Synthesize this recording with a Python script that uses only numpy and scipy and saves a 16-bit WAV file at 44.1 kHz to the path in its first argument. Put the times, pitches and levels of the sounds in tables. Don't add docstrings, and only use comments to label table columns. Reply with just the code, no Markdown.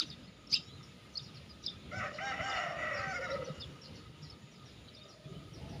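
import sys
import numpy as np
from scipy import signal
from scipy.fft import rfft, irfft
from scipy.io import wavfile
from scipy.ndimage import uniform_filter1d

SR = 44100
rng = np.random.default_rng(int(sys.argv[2]) if len(sys.argv) > 2 else 0)


def linear_from_db(decibels):
    return 10 ** (np.asarray(decibels, float) / 20)


def master(y):
    cut = np.clip(np.atleast_2d(y).T, -1, 1)
    pcm = np.round(cut * 32767)
    wavfile.write(sys.argv[1], SR, pcm.astype(np.int16))


N = 255780

# (time of the flick [s], flick [dB], lead-in [dB],
# tail [dB], pitch share)
CHIRRUPS = [
    (-.008, -13, -61, -37, 0.94),
    (0.5368, -24, -38, -45, 0.97),
    (0.538, -25.5, -66, -60, 0.98),
    (1.171, -30, -38.5, -43.5, 0.96),
]
CLEAR_BLUR_HZ, TAIL_BLUR_HZ, HOARSE_BLUR_HZ, STROKE_BLUR_HZ = 46, 138, 600, 111


def rms_one(x):
    return x / np.sqrt(np.mean(np.abs(x) ** 2) + 1e-20)


def in_time(rows):
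    s, *columns = np.transpose(rows)
    return [np.interp(np.arange(N) / SR, s, column) for column in columns]


def drift(rate_hz, size=N):
    r = np.exp(-2 * np.pi * rate_hz / SR)
    run_in = int(SR / rate_hz)
    noise = rng.standard_normal(size + run_in)
    return rms_one(signal.lfilter([1], [1, -2 * r, r * r], noise)[run_in:])


def resonance(x, hz, width_hz):
    r = np.exp(-np.pi * width_hz / SR)
    b = (1 - r * r) / 2 * np.array([1, 0, -1])
    a = [1, -2 * r * np.cos(2 * np.pi * hz / SR), r * r]
    return signal.lfilter(b, a, signal.lfilter(b, a, x))


def swaying(hz, spread_hz):
    sway = drift(spread_hz) + 1j * drift(spread_hz)
    return rms_one(np.real(sway * np.exp(2j * np.pi * np.cumsum(hz) / SR)))


def whistled(rows, flat, steady_hz):
    out = np.zeros(N + SR)
    for s, length, start_hz, end_hz, peak_db, blur_hz in rows:
        at, size = max(round(s * SR), 0), round(length * SR)
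        u = np.arange(size) / size
        phase = 2 * np.pi * np.cumsum(start_hz + (end_hz - start_hz) * u) / SR
        blur_hz = max(blur_hz, 2)
        wander = drift(blur_hz, size) + 1j * drift(blur_hz, size)
        wander = rms_one(steady_hz / blur_hz + wander)
        swell = np.sin(np.pi * u) ** flat
        out[at:at + size] += linear_from_db(peak_db) * swell * np.real(np.exp(1j * phase) * wander)
    return out[:N]


def near_birds():
    # (time [s], length [s], start [Hz], end [Hz], peak [dB])
    squabble = [(.001, 0.013, 1554, 1190, -39.5), (0.009, 0.013, 3600, 4000, -32.5),
                (0.016, 0.011, 3740, 3530, -36), (.003, .009, 5150, 4800, -34),
                (.005, 0.01, 6150, 6100, -46), (0.02, .01, 6300, 6250, -51),
                (0.522, 0.022, 4600, 4450, -31.5), (0.556, .008, 3430, 3880, -33),
                (0.56, 0.011, 3900, 3600, -32.5), (0.523, 0.025, 5060, 4710, -25.5),
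                (0.471, 0.0086, 5380, 5400, -49), (0.511, 0.013, 6270, 6050, -42.5),
                (.558, 0.013, 7600, 7220, -47), (0.55, 0.018, 2814, 2660, -34),
                (0.567, 0.0093, 2830, 2700, -40), (0.571, 0.0072, 6400, 6170, -47),
                (1.638, 0.0067, 6070, 5800, -50), (1.64, .007, 3600, 4050, -41.5),
                (1.643, 0.011, 5000, 4350, -47), (1.657, 0.0083, 4220, 4170, -43),
                (1.671, 0.0053, 3600, 3750, -39), (1.674, 0.005, 5080, 5030, -43),
                (1.686, 0.008, 3580, 3510, -39), (1.663, 0.0039, 4710, 5360, -26),
                (1.667, 0.0041, 5040, 4770, -31), (1.68, 0.0063, 3500, 3680, -30.5)]
    # (time [s], length [s], start [Hz], end [Hz], peak [dB])
    hoarse = [
        (0.0011, 0.044, 3600, 3380, -39),
        (.493, 0.0765, 4900, 5300, -41.5),
        (0.54, 0.0053, 5800, 4700, -37),
        (0.51, .065, 4906, 3770, -36.5),
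    ]
    # (time [s], length [s], start [Hz], end [Hz], peak [dB])
    paired = [(1.692, .014, 3570, 3700, -40), (0.1, .008, 4980, 4800, -42), (0.106, 0.044, 3700, 3530, -49),
              (4.295, 0.021, 5360, 5000, -48), (4.947, 0.014, 4730, 5300, -50),
              (4.964, 0.024, 3690, 3600, -51), (2.491, 0.028, 5220, 4774, -44),
              (2.51, 0.027, 3600, 3500, -46), (3.3, 0.026, 5400, 5500, -46),
              (3.309, 0.023, 3810, 4040, -45), (3.596, 0.029, 5000, 5010, -44.5),
              (3.603, 0.026, 4500, 4390, -46.5), (3.613, 0.039, 3700, 3330, -42.5)]
    # (time after the flick [s], length [s], start [Hz], end [Hz])
    tail = (0.015, 0.0215, 3780, 3520)
    # (time [s], length [s], start [Hz], end [Hz])
    squeal = (.526, 0.038, 1012, 1700)
    # (multiple, level [dB], share of the squeal it lasts)
    squeal_orders = [(2, -37, 0.99), (3, -46, 0.51)]
    rows = [(*row, CLEAR_BLUR_HZ) for row in squabble]
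    rows += [(*row, HOARSE_BLUR_HZ) for row in hoarse]
    rows += [(*row, TAIL_BLUR_HZ) for row in paired]
    rows += [(s + tail[0], *tail[1:], tail_db, TAIL_BLUR_HZ) for s, _, _, tail_db, _ in CHIRRUPS]
    s, length, start_hz, end_hz = squeal
    for k, db, part in squeal_orders:
        stop_hz = start_hz + part * (end_hz - start_hz)
        rows.append((s, part * length, k * start_hz, k * stop_hz, db, CLEAR_BLUR_HZ))
    return chirrups() + whistled(rows, flat=.9, steady_hz=200)


def chirrups():
    # (time from the flick [s], pitch [Hz], level [dB], share of the flick's own strength)
    glide = [
        (-.019, 4470, -23, 0),
        (-.015, 4600, -0.5, 0.13),
        (-.002, 4330, -8, 0.071),
        (.002, 4668, -3, 1),
        (.0045, 5396, -2.5, 1),
        (.007, 5276, 0, 1),
        (0.012, 4550, -3.5, 0.57),
        (0.016, 4300, -25, 1),
    ]
    out = np.zeros(N + SR)
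    lag, hz, db, flick = np.transpose(glide)
    t = np.arange(lag[0], lag[-1], 1 / SR)
    for s, flick_db, lead_db, _, share in CHIRRUPS:
        shape_db = db + lead_db + np.clip(flick, 0, 1) * (flick_db - lead_db)
        level_db = np.interp(t, lag, shape_db) + 1.5 * drift(160, len(t))
        voice = linear_from_db(level_db) * np.sin(2 * np.pi * np.cumsum(share * np.interp(t, lag, hz)) / SR)
        out[SR // 2 + round((s + lag[0]) * SR):][:len(t)] += voice
    return out[SR // 2:][:N]


def leafy_strokes():
    # (time [s], length [s], start [Hz], end [Hz], peak [dB])
    strokes = [(0.526, .02, 2920, 3800, -45), (0.549, 0.035, 3290, 3000, -42),
               (0.574, .008, 3500, 4000, -42), (0.545, .011, 5150, 4900, -29),
               (0.596, 0.011, 3370, 3800, -51), (1.628, .007, 5650, 5700, -52),
               (1.634, 0.0074, 4950, 5000, -50), (1.648, .015, 5600, 5400, -50),
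               (1.665, 0.0087, 4170, 3960, -40), (1.682, .03, 4700, 4750, -52),
               (1.685, 0.026, 5500, 5270, -55), (1.686, 0.0067, 3400, 3570, -35.5),
               (1.715, 0.014, 3520, 3600, -59), (4.875, .03, 3890, 3930, -56),
               (4.876, 0.022, 3990, 4740, -59), (4.879, 0.027, 3170, 3080, -60),
               (4.961, .014, 5600, 5500, -58), (4.977, .035, 4420, 4340, -58.5),
               (5.029, 0.022, 4900, 4900, -58), (5.045, 0.022, 3760, 3600, -57),
               (0.235, 0.032, 4900, 5050, -58.5), (0.269, 0.027, 4230, 4450, -61),
               (.1, .025, 4450, 4350, -54), (0.112, .008, 3660, 3640, -47), (0.622, 0.077, 5440, 5500, -61),
               (0.678, 0.044, 3300, 3520, -58)]
    return whistled([(*row, STROKE_BLUR_HZ) for row in strokes], flat=0.68, steady_hz=130)


def accents_and_overtones():
    # (time [s], length [s], start
    # [Hz], end [Hz], peak [dB])
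    accents = [(3.076, .05, 6100, 6110, -56.5), (3.085, .055, 4550, 4480, -55),
               (3.135, 0.02, 5600, 5545, -56), (3.24, .05, 3880, 3820, -55), (3.44, 0.024, 5900, 5796, -55),
               (3.456, 0.023, 4430, 4430, -55), (3.485, .035, 3800, 3750, -57),
               (1.365, .017, 4450, 4350, -55), (1.488, .045, 5050, 4750, -53),
               (1.255, 0.052, 3700, 3800, -61), (3.815, 0.021, 5450, 5530, -52),
               (3.954, 0.02, 4480, 4520, -59), (4.538, .04, 5000, 5020, -65),
               (4.213, .035, 4900, 4900, -60), (4.315, 0.027, 4500, 4420, -56),
               (5.343, 0.048, 3000, 3070, -59)]
    # (time [s], length [s], start [Hz], end [Hz], peak [dB])
    overtones = [
        (.518, .034, 14500, 14930, -56),
        (.519, .024, 13200, 13000, -61),
        (.52, .024, 10060, 9700, -62),
        (0.541, .009, 10650, 10600, -52),
    ]
    rows = [(*row, STROKE_BLUR_HZ / 2) for row in accents]
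    rows += [(*row, HOARSE_BLUR_HZ) for row in overtones]
    return whistled(rows, flat=0.56, steady_hz=100)


def crow():
    # (time [s], effort [dB], flapping rate [Hz], chaos [dB], beak opening [dB])
    syllables = [
        [(1.918, -56, 640, 1, -9), (1.971, -49, 680, -7, -13), (2.008, -51.5, 646.3, 10.5, -4.5),
         (2.06, -46.5, 629, 5, -11), (2.11, -53.5, 622, 2, -7), (2.181, -53.5, 640, -8, -3)],
        [(2.188, -54.5, 660, 15.5, -4), (2.23, -56, 670, 6.5, 0.5), (2.3, -56.5, 661, 0, 8),
         (2.33, -52, 661.5, 14.5, 2), (2.364, -53.5, 654.4, 4.5, -3)],
        [(2.41, -46, 669, 9, -8), (2.45, -54, 657, 0.5, 3), (2.56, -42.5, 649, 4, -3.5),
         (2.73, -46, 606.4, -2, -10.5), (2.8, -44, 645.2, 2.5, -9.5), (3.03, -49, 636.6, 9.5, -8.5),
         (3.1, -58.5, 647.2, 12.5, 1), (3.2, -57, 637, 4, -4)],
        [(3.27, -50.5, 654, -0.5, -8), (3.4, -49.5, 664, -7.5, -11.5), (3.5, -52, 665, -11, -10),
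         (3.55, -59, 668, -6, 0)],
    ]
    # (time [s], pitch [Hz])
    chest = [
        (1.9, 570),
        (1.97, 630),
        (2.1, 580),
        (2.22, 640),
        (2.35, 600),
        (2.47, 700),
        (2.68, 690),
        (3.0, 565),
        (3.55, 525),
    ]
    rows = [row for part in syllables for row in part]
    onset = (rows[0][0] - .008, -85, *rows[0][2:])
    silence = (4.5, -99, 665.0, -31, 7)
    effort_db, flap_hz, chaos_db, open_db = in_time([onset, *rows, silence])
    late = np.arange(N) / SR - 3.285
    stutter_db = 6 * np.sin(2 * np.pi * 15.93 * late) * ((late > 0) & (late < .25))
    beak_db = effort_db + open_db
    upper_hz, first_db, second_db = upper_voice()
    throat_db = effort_db + chaos_db + stutter_db
    rasp = crow_rasp(second_db, throat_db, flap_hz, effort_db + stutter_db, in_time(chest)[0], beak_db)
    return rasp + crow_voices(upper_hz, first_db, second_db, beak_db)


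def crow_voices(upper_hz, first_db, second_db, beak_db):
    # (multiple, level under the second [dB])
    upper_orders = [(3, -7), (7, -18.5), (8, -22.5)]
    # (multiple of upper voice, multiple of lower voice, level [dB])
    sum_tones = [(1, 1, 1.5), (1, 2, -0.5), (2, 1, -1)]
    # (from [s], to [s])
    locked = [
        (2.262, 2.325),
        (2.455, 2.52),
    ]
    # (from [s], to [s], times the usual wobble)
    frayed = (2.53, 2.73, 4.95)
    lower_hz, lower_db, sum_db = lower_voice()
    t = np.arange(N) / SR
    loose = np.where(np.any([(t > a) & (t < b) for a, b in locked], axis=0), .2, 1)
    fray = np.where((t > frayed[0]) & (t < frayed[1]), frayed[2], 1)
    upper = 2 * np.pi * np.cumsum(upper_hz * (1 + 0.00627 * fray * drift(43.0))) / SR
    lower = 2 * np.pi * np.cumsum(lower_hz * (1 + 0.03684 * loose * drift(50.4))) / SR
    out = linear_from_db(first_db) * np.sin(upper) + linear_from_db(second_db) * np.sin(2 * upper)
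    out += linear_from_db(lower_db) * np.sin(lower)
    for k, db in upper_orders:
        if k == 3:
            passed_db, wander = -np.clip((upper_hz - 750) / 4.6, 0, 12), 0
        else:
            passed_db, wander = np.clip(beak_db + 62.0, -15, 0), 0.9 * drift(89)
        out += linear_from_db(second_db + db + passed_db + 2.6 * drift(29.4)) * np.sin(k * upper + wander)
    for k, m, db in sum_tones:
        out += linear_from_db(second_db + sum_db + db + 2.5 * drift(31)) * np.sin(k * upper + m * lower)
    out += linear_from_db(second_db + sum_db + beak_db + 49.0) * np.sin(3 * upper + lower)
    return np.sqrt(2) * out * linear_from_db(-1.0 + 0.69 * drift(46.4))


def upper_voice():
    # (time [s], length [s], top pitch [Hz], first partial [dB], second partial [dB])
    sung = [
        (1.921, 0.1, 768, -49.5, -42.5),
        (2.016, 0.072, 788, -51.5, -48),
        (2.203, .12, 813, -40, -42),
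        (2.332, .06, 810.5, -47, -70),
        (2.41, 0.32, 804, -41.5, -44.5),
        (2.94, 0.2, 798, -42, -41),
        (3.131, 0.0623, 731, -52.5, -40.5),
        (3.204, 0.063, 740, -49, -41),
        (3.278, 0.063, 702, -55, -46.5),
    ]
    peak_share = [0.54, 0.2, 0.48, .3, 0.13, 0.91, 0.27, 1, 0.36]
    hz, first, second = np.full(N, 700.), np.zeros(N), np.zeros(N)
    for (s, length, top_hz, first_db, second_db), peak in zip(sung, peak_share):
        t = np.arange(round(length * SR)) / SR
        span = slice(round(s * SR), round(s * SR) + len(t))
        scoop = .12 * np.clip(1 - t / min(.06, length / 2), 0, 1) ** 2
        drop = .06 * np.clip(1 - (length - t) / .035, 0, 1) ** 2
        hz[span] = top_hz * (1 - scoop - drop) - 200 * t
        late = t - peak * length
        shape_db = np.where(late < 0, 81 * late, -39 * late)
        shape_db = shape_db - 2 * np.clip(1 - np.minimum(t, length - t) / 0.015, 0, 1)
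        first[span], second[span] = linear_from_db(first_db + shape_db), linear_from_db(second_db + shape_db)

    def smooth_db(x):
        return 20 * np.log10(uniform_filter1d(x, size=200).clip(0) + 1e-5)

    return uniform_filter1d(hz, size=200), smooth_db(first), smooth_db(second)


def lower_voice():
    # (time [s], length [s], pitch [Hz], level [dB], sum tones with the upper voice [dB])
    bursts = [(1.913, 0.047, 571.7, -52, -25), (2.024, 0.077, 592, -48.5, -6.5),
              (2.202, 0.051, 650, -44, -33), (2.266, .1, 520, -57.5, -5), (2.391, 0.054, 621.6, -44.5, -23),
              (2.462, .11, 520, -55, -3), (2.577, 0.32, 592, -51.5, 2), (2.93, 0.11, 563.7, -45.5, -26),
              (3.181, 0.067, 550, -39.5, -34), (3.299, 0.072, 556, -35, -8.5),
              (3.383, 0.035, 533, -37.5, -11), (3.462, .065, 528, -49.5, -37)]
    gap_db = 15
    rows = []
    for s, length, hz, db, sum_db in bursts:
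        rise, fall = 0.21 * min(length, .1), 0.31 * min(length, .1)
        rows += [(s, hz, db - gap_db, sum_db), (s + rise, hz, db, sum_db),
                 (s + length - fall, hz, db, sum_db), (s + length, hz, db - gap_db, sum_db)]
    hz, db, sum_db = in_time(sorted(rows))
    t = np.arange(N) / SR
    db = np.where((t > rows[0][0]) & (t < rows[-1][0]), db, -99)
    return uniform_filter1d(hz, size=900), db, uniform_filter1d(sum_db, size=900)


def crow_rasp(second_db, level_db, flap_hz, chest_db, chest_hz, beak_db):
    # (multiple of flapping rate, spread [Hz], level [dB])
    throat_bands = [(2, 90, 2), (3, 93, 4.5), (3.5, 128, -5), (4.0, 124, -6.5), (2.3, 78, -8)]
    # (centre [Hz], width [Hz], level [dB])
    beak_bands = [(2854, 234, 5), (2480, 780, -8), (3600, 79, 0.5), (1095, 1160, 0)]
    # (centre [Hz], width [Hz], level [dB])
    sizzle_bands = [(4600, 110, -2.5), (5500, 260, -1), (5900, 98, -6), (6840, 680, -9.5)]
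    throat = rms_one(sum(linear_from_db(db) * swaying(k * flap_hz, spread_hz) for k, spread_hz, db in throat_bands))
    breath = rng.standard_normal(N)
    beak = rms_one(sum(linear_from_db(db) * resonance(breath, hz, width) for hz, width, db in beak_bands))
    sizzle = rms_one(sum(linear_from_db(db + 2.6 * drift(13.7)) * resonance(breath, hz, width)
                         for hz, width, db in sizzle_bands))
    sizzle = sizzle * (linear_from_db(second_db - 21.5) + linear_from_db(beak_db - 9.0))
    chest = linear_from_db(chest_db) * swaying(chest_hz, spread_hz=64.6)
    rasp = linear_from_db(level_db) * throat + chest + linear_from_db(beak_db) * beak + sizzle
    return rasp * linear_from_db(.7 * drift(120))


def crow_barks():
    # (time [s], length [s], start [Hz], end [Hz], peak [dB])
    catches = [(1.909, 0.04, 2116, 2020, -47.5), (1.916, 0.054, 1346, 1377, -44),
               (2.003, 0.017, 2260, 1860, -40), (2.011, 0.038, 1337, 1276, -41),
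               (2.046, 0.055, 1810, 1720, -49), (2.048, 0.042, 600, 579, -44),
               (2.183, 0.022, 1990, 1930, -41), (2.194, 0.045, 2854, 3110, -49),
               (2.269, 0.044, 2930, 2870, -48), (2.359, 0.088, 2960, 2950, -51),
               (2.42, .035, 3000, 3200, -52), (2.459, 0.055, 1290, 1285, -39.5),
               (2.208, 0.056, 2270, 2420, -51), (2.32, 0.026, 2000, 1950, -46),
               (2.39, 0.043, 2050, 2000, -48), (2.5, 0.074, 2000, 1960, -43),
               (2.539, 0.042, 2900, 2880, -44), (2.6, 0.054, 1875, 1880, -43), (2.6, .04, 2880, 2860, -48),
               (2.799, 0.078, 1950, 1937, -44), (2.981, .06, 1947, 1890, -45),
               (3.129, 0.0655, 2078, 2174, -46), (3.152, .04, 1810, 1751, -49),
               (3.215, 0.046, 2198, 2120, -43.5), (3.21, 0.053, 1849, 1784, -45),
               (3.262, 0.021, 1266, 1250, -43), (3.292, 0.018, 2030, 1940, -41),
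               (3.29, .035, 1250, 1348, -44.5), (3.348, .02, 2000, 2030, -43),
               (3.344, .045, 1303, 1260, -42), (3.415, 0.02, 1256, 1299, -44.5),
               (3.467, 0.052, 1273, 1262, -50.5)]
    return whistled([(*row, 45.4) for row in catches], flat=0.5, steady_hz=60)


def wings():
    # (time [s], peak [dB], pitch [Hz])
    beats = [(0.522, -41, 125), (1.999, -41.5, 210), (2.398, -35.5, 100.1), (2.993, -36, 109.2),
             (3.07, -35, 152), (3.5, -32.5, 153.8), (4.098, -40, 125), (4.227, -39, 148),
             (5.256, -38.5, 145), (5.313, -35.5, 161), (5.364, -37, 160), (5.517, -38.5, 150),
             (5.697, -39, 161), (5.784, -36, 158),
             (0.581, -43, 170), (0.889, -46.5, 153), (1.214, -43, 138), (1.26, -43, 170), (1.76, -42, 91.5),
            (1.971, -36, 106), (2.549, -45, 64.6), (2.68, -38, 153.4), (2.766, -42.5, 152.7),
            (3.397, -40, 151.2), (3.579, -42, 83.7), (3.912, -46, 221), (4.323, -46.5, 83.4),
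            (4.437, -40.5, 137), (4.637, -46.5, 126)]
    out, t = np.zeros(N + SR), np.arange(SR // 8) / SR
    shape = 2 * (1 - np.exp(-t / 0.0036)) * np.exp(-t / 0.013)
    for s, peak_db, hz in beats:
        out[round(s * SR):][:len(t)] += linear_from_db(peak_db - 3.5) * shape * np.sin(2 * np.pi * hz * t)
    return out[:N]


def far_birds():
    stair = [
        (1.0, 0.041, 1.5),
        (.89, 0.65, 2),
        (.78, 1.1, 2),
    ]
    # (time [s], top pitch [Hz], step [s], level [dB], stressed note 0-2
    far_chirps = [(0.059, 5860, 0.024, -57, 1.5), (0.829, 5520, 0.012, -54, -4),
                  (1.125, 6200, 0.021, -59.5, 1.5), (1.22, 5600, 0.02, -55, 0.5),
                  (1.339, 5500, 0.017, -57, 1), (1.476, 5530, 0.016, -64, 1.2),
                  (2.129, 5500, 0.013, -54.5, 1.5), (2.263, 5750, 0.011, -59, -4),
                  (2.54, 5610, 0.013, -49.5, 3), (2.929, 5550, 0.033, -50, -0.6),
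                  (3.325, 5570, 0.0087, -52.5, 1.2), (3.438, 5856, .018, -55, 3),
                  (3.818, 5580, 0.018, -53, 1.5), (3.942, 5790, 0.019, -59, 2),
                  (4.222, 5520, 0.019, -55, 0), (4.514, 5760, 0.019, -65, -0.5),
                  (4.653, 5650, 0.021, -60.5, -1), (4.93, 5240, 0.013, -63, 0), (5.08, 5670, 0.022, -59, 0),
                  (5.53, 5640, 0.02, -58, -0.5), (5.685, 5750, 0.027, -63, 0)]
    # (time [s], length [s], start [Hz], end [Hz], peak [dB])
    peeps = [
        (0.657, 0.1, 3750, 4110, -59),
        (0.757, 0.073, 3910, 3470, -63),
        (5.008, 0.028, 3697, 3650, -55.5),
        (2.245, 0.088, 3820, 3760, -57),
    ]
    rows = [(*row, 60) for row in peeps]
    for s, hz, step, db, stress in far_chirps:
        over = max(-stress, 0)
        for k, (share, lag, length) in enumerate(stair):
            weak_db = 2.5 * (abs(k - stress) - over)
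            top_hz, end_hz = share * hz, share * hz * (1 - 0.0307)
            rows.append((s + lag * step, length * step, top_hz, end_hz, db - weak_db * (1 + over), 174))
    return whistled(rows, flat=0.29, steady_hz=170)


def far_tones():
    # (time [s], length [s], start [Hz], end [Hz], peak [dB])
    whistle = [
        (3.151, 0.314, 938, 937, -58),
        (3.745, 0.81, 934, 940, -73.5),
    ]
    # (time [s], length [s], start [Hz], end [Hz], peak [dB])
    fowl = [
        (4.95, 0.505, 590, 640, -60),
        (5.56, 0.307, 640, 690, -57.5),
        (5.6, 0.31, 860, 810, -57.5),
        (5.26, 0.12, 390, 410, -53),
        (4.8, 0.41, 240, 520, -68),
        (0.0142, 0.037, 330, 293, -47),
    ]
    rows = [(*row, 2.0) for row in whistle] + [(*row, 40.2) for row in fowl]
    return whistled(rows, flat=0.29, steady_hz=7.0)


def chatter():
    s, pitch, length, weak = rng.random((170, 4)).T
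    hz = 1700 * 2.4 ** pitch
    rows = np.transpose([s * N / SR, 0.048 * (.5 + length), hz, hz, -66 - 6.3 * weak, 0 * s + 30])
    return whistled(rows, flat=.5, steady_hz=30)


def yard_air():
    # (pitch [Hz], level [dB per Hz])
    colour = [(30, -37), (60, -3), (150, -0.5), (260, -8), (450, -12), (800, -23), (1500, -25), (2900, -21),
              (4000, -22), (6250, -35), (7300, -63), (9000, -36), (15000, -38)]
    # (time [s], yard level [dB], top band level [dB])
    strength = [
        (0, -58.5, -76.5),
        (.35, -61.5, -84),
        (.8, -56.5, -78.5),
        (1.4, -60, -78.5),
        (2.0, -56.5, -80),
        (3.5, -53, -76.5),
        (4.0, -58.5, -80),
        (5.0, -59.5, -80.5),
        (5.8, -52, -76),
    ]
    # (centre [Hz], width [Hz], level [dB], throb [per s])
    hum_bands = [(1236, 96, -70.5, 8.6), (6880, 550, -77.5, 6.4), (3720, 170, -77.5, 4)]
    yard_db, top_db = in_time(strength)
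    colour_hz, colour_db = np.transpose(colour)
    edges = 25 * 2 ** np.arange(0, 9.4, 1 / 3)
    white, gust, flutter = rng.standard_normal((2, N)), drift(3.03), drift(8.4)
    air = 0
    for k, (a, b) in enumerate(zip(edges, edges[1:])):
        hz = np.sqrt(a * b)
        band = signal.sosfilt(signal.butter(2, [a, b], "band", fs=SR, output="sos"), white[k % 2])
        level_db = np.interp(np.log(hz), np.log(colour_hz), colour_db)
        lumps_db = 2.8 if hz < 350 else 1.4 if hz < 4000 else .6
        flicker_db = lumps_db * (0.8 * gust + drift(9.0))
        flicker_db = flicker_db + flutter * (.5 * (hz > 7500) + 2 * (hz < 120))
        follow_db = yard_db - yard_db.mean() if hz < 500 else top_db - top_db.mean()
        follow_db = follow_db * (.6 if 500 < hz < 7500 else 1)
        air = air + band * linear_from_db(level_db + flicker_db + follow_db)
    hums = sum(linear_from_db(db + 2.95 * drift(throb)) * rms_one(resonance(white[0], hz, width))
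               for hz, width, db, throb in hum_bands)
    return linear_from_db(-52.0) * rms_one(air) + hums


def scatter(x, t60):
    t = np.arange(SR // 2) / SR
    tail = rng.standard_normal(len(t)) * linear_from_db(-60 * t / t60) * (t > .006)
    return signal.fftconvolve(x, tail / np.sqrt(np.sum(tail ** 2)))[:N]


def scene():
    near, far, rooster = near_birds(), far_birds(), crow()
    hoarse = crow_barks() + leafy_strokes()
    echoes = linear_from_db(-14) * scatter(near, t60=.2) + linear_from_db(-4) * scatter(far, t60=.3)
    echoes += linear_from_db(-13) * scatter(rooster, t60=.4) + linear_from_db(-9) * scatter(hoarse, t60=0.26)
    birds = near + far + rooster + hoarse + accents_and_overtones() + echoes
    background = wings() + far_tones() + yard_air() + chatter()
    return (birds + background)[None]


def top_cut(x):
    return signal.sosfilt(signal.butter(12, 15500, fs=SR, output="sos"), x)


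def record(dry):
    # (pitch [Hz], gain [dB])
    response = [(7300, 0), (7900, -7), (8500, -2.5), (10900, -2), (11400, -11.5), (13900, -11),
                (14500, -6.5), (15400, -6.5), (15800, -60)]
    dry = signal.sosfilt(signal.butter(2, 45, "high", fs=SR, output="sos"), dry)
    power = uniform_filter1d(dry ** 2, size=500)
    hiss = rng.standard_normal(dry.shape) * (linear_from_db(-45) * np.sqrt(power) + linear_from_db(-7) * power)
    bend = 0.39 * dry ** 2 + 3.5 * dry ** 3 + hiss
    bend = signal.sosfilt(signal.butter(4, 8200, "high", fs=SR, output="sos"), bend)
    colour = linear_from_db(np.interp(np.fft.rfftfreq(N + SR, 1 / SR), *np.transpose(response)))
    spectrum = rfft(dry, N + SR) * colour + rfft(bend, N + SR) * np.sqrt(colour)
    heard = irfft(spectrum, N + SR)[:, :N]
    return top_cut(heard)


dry = scene()
out = record(dry)
master(out)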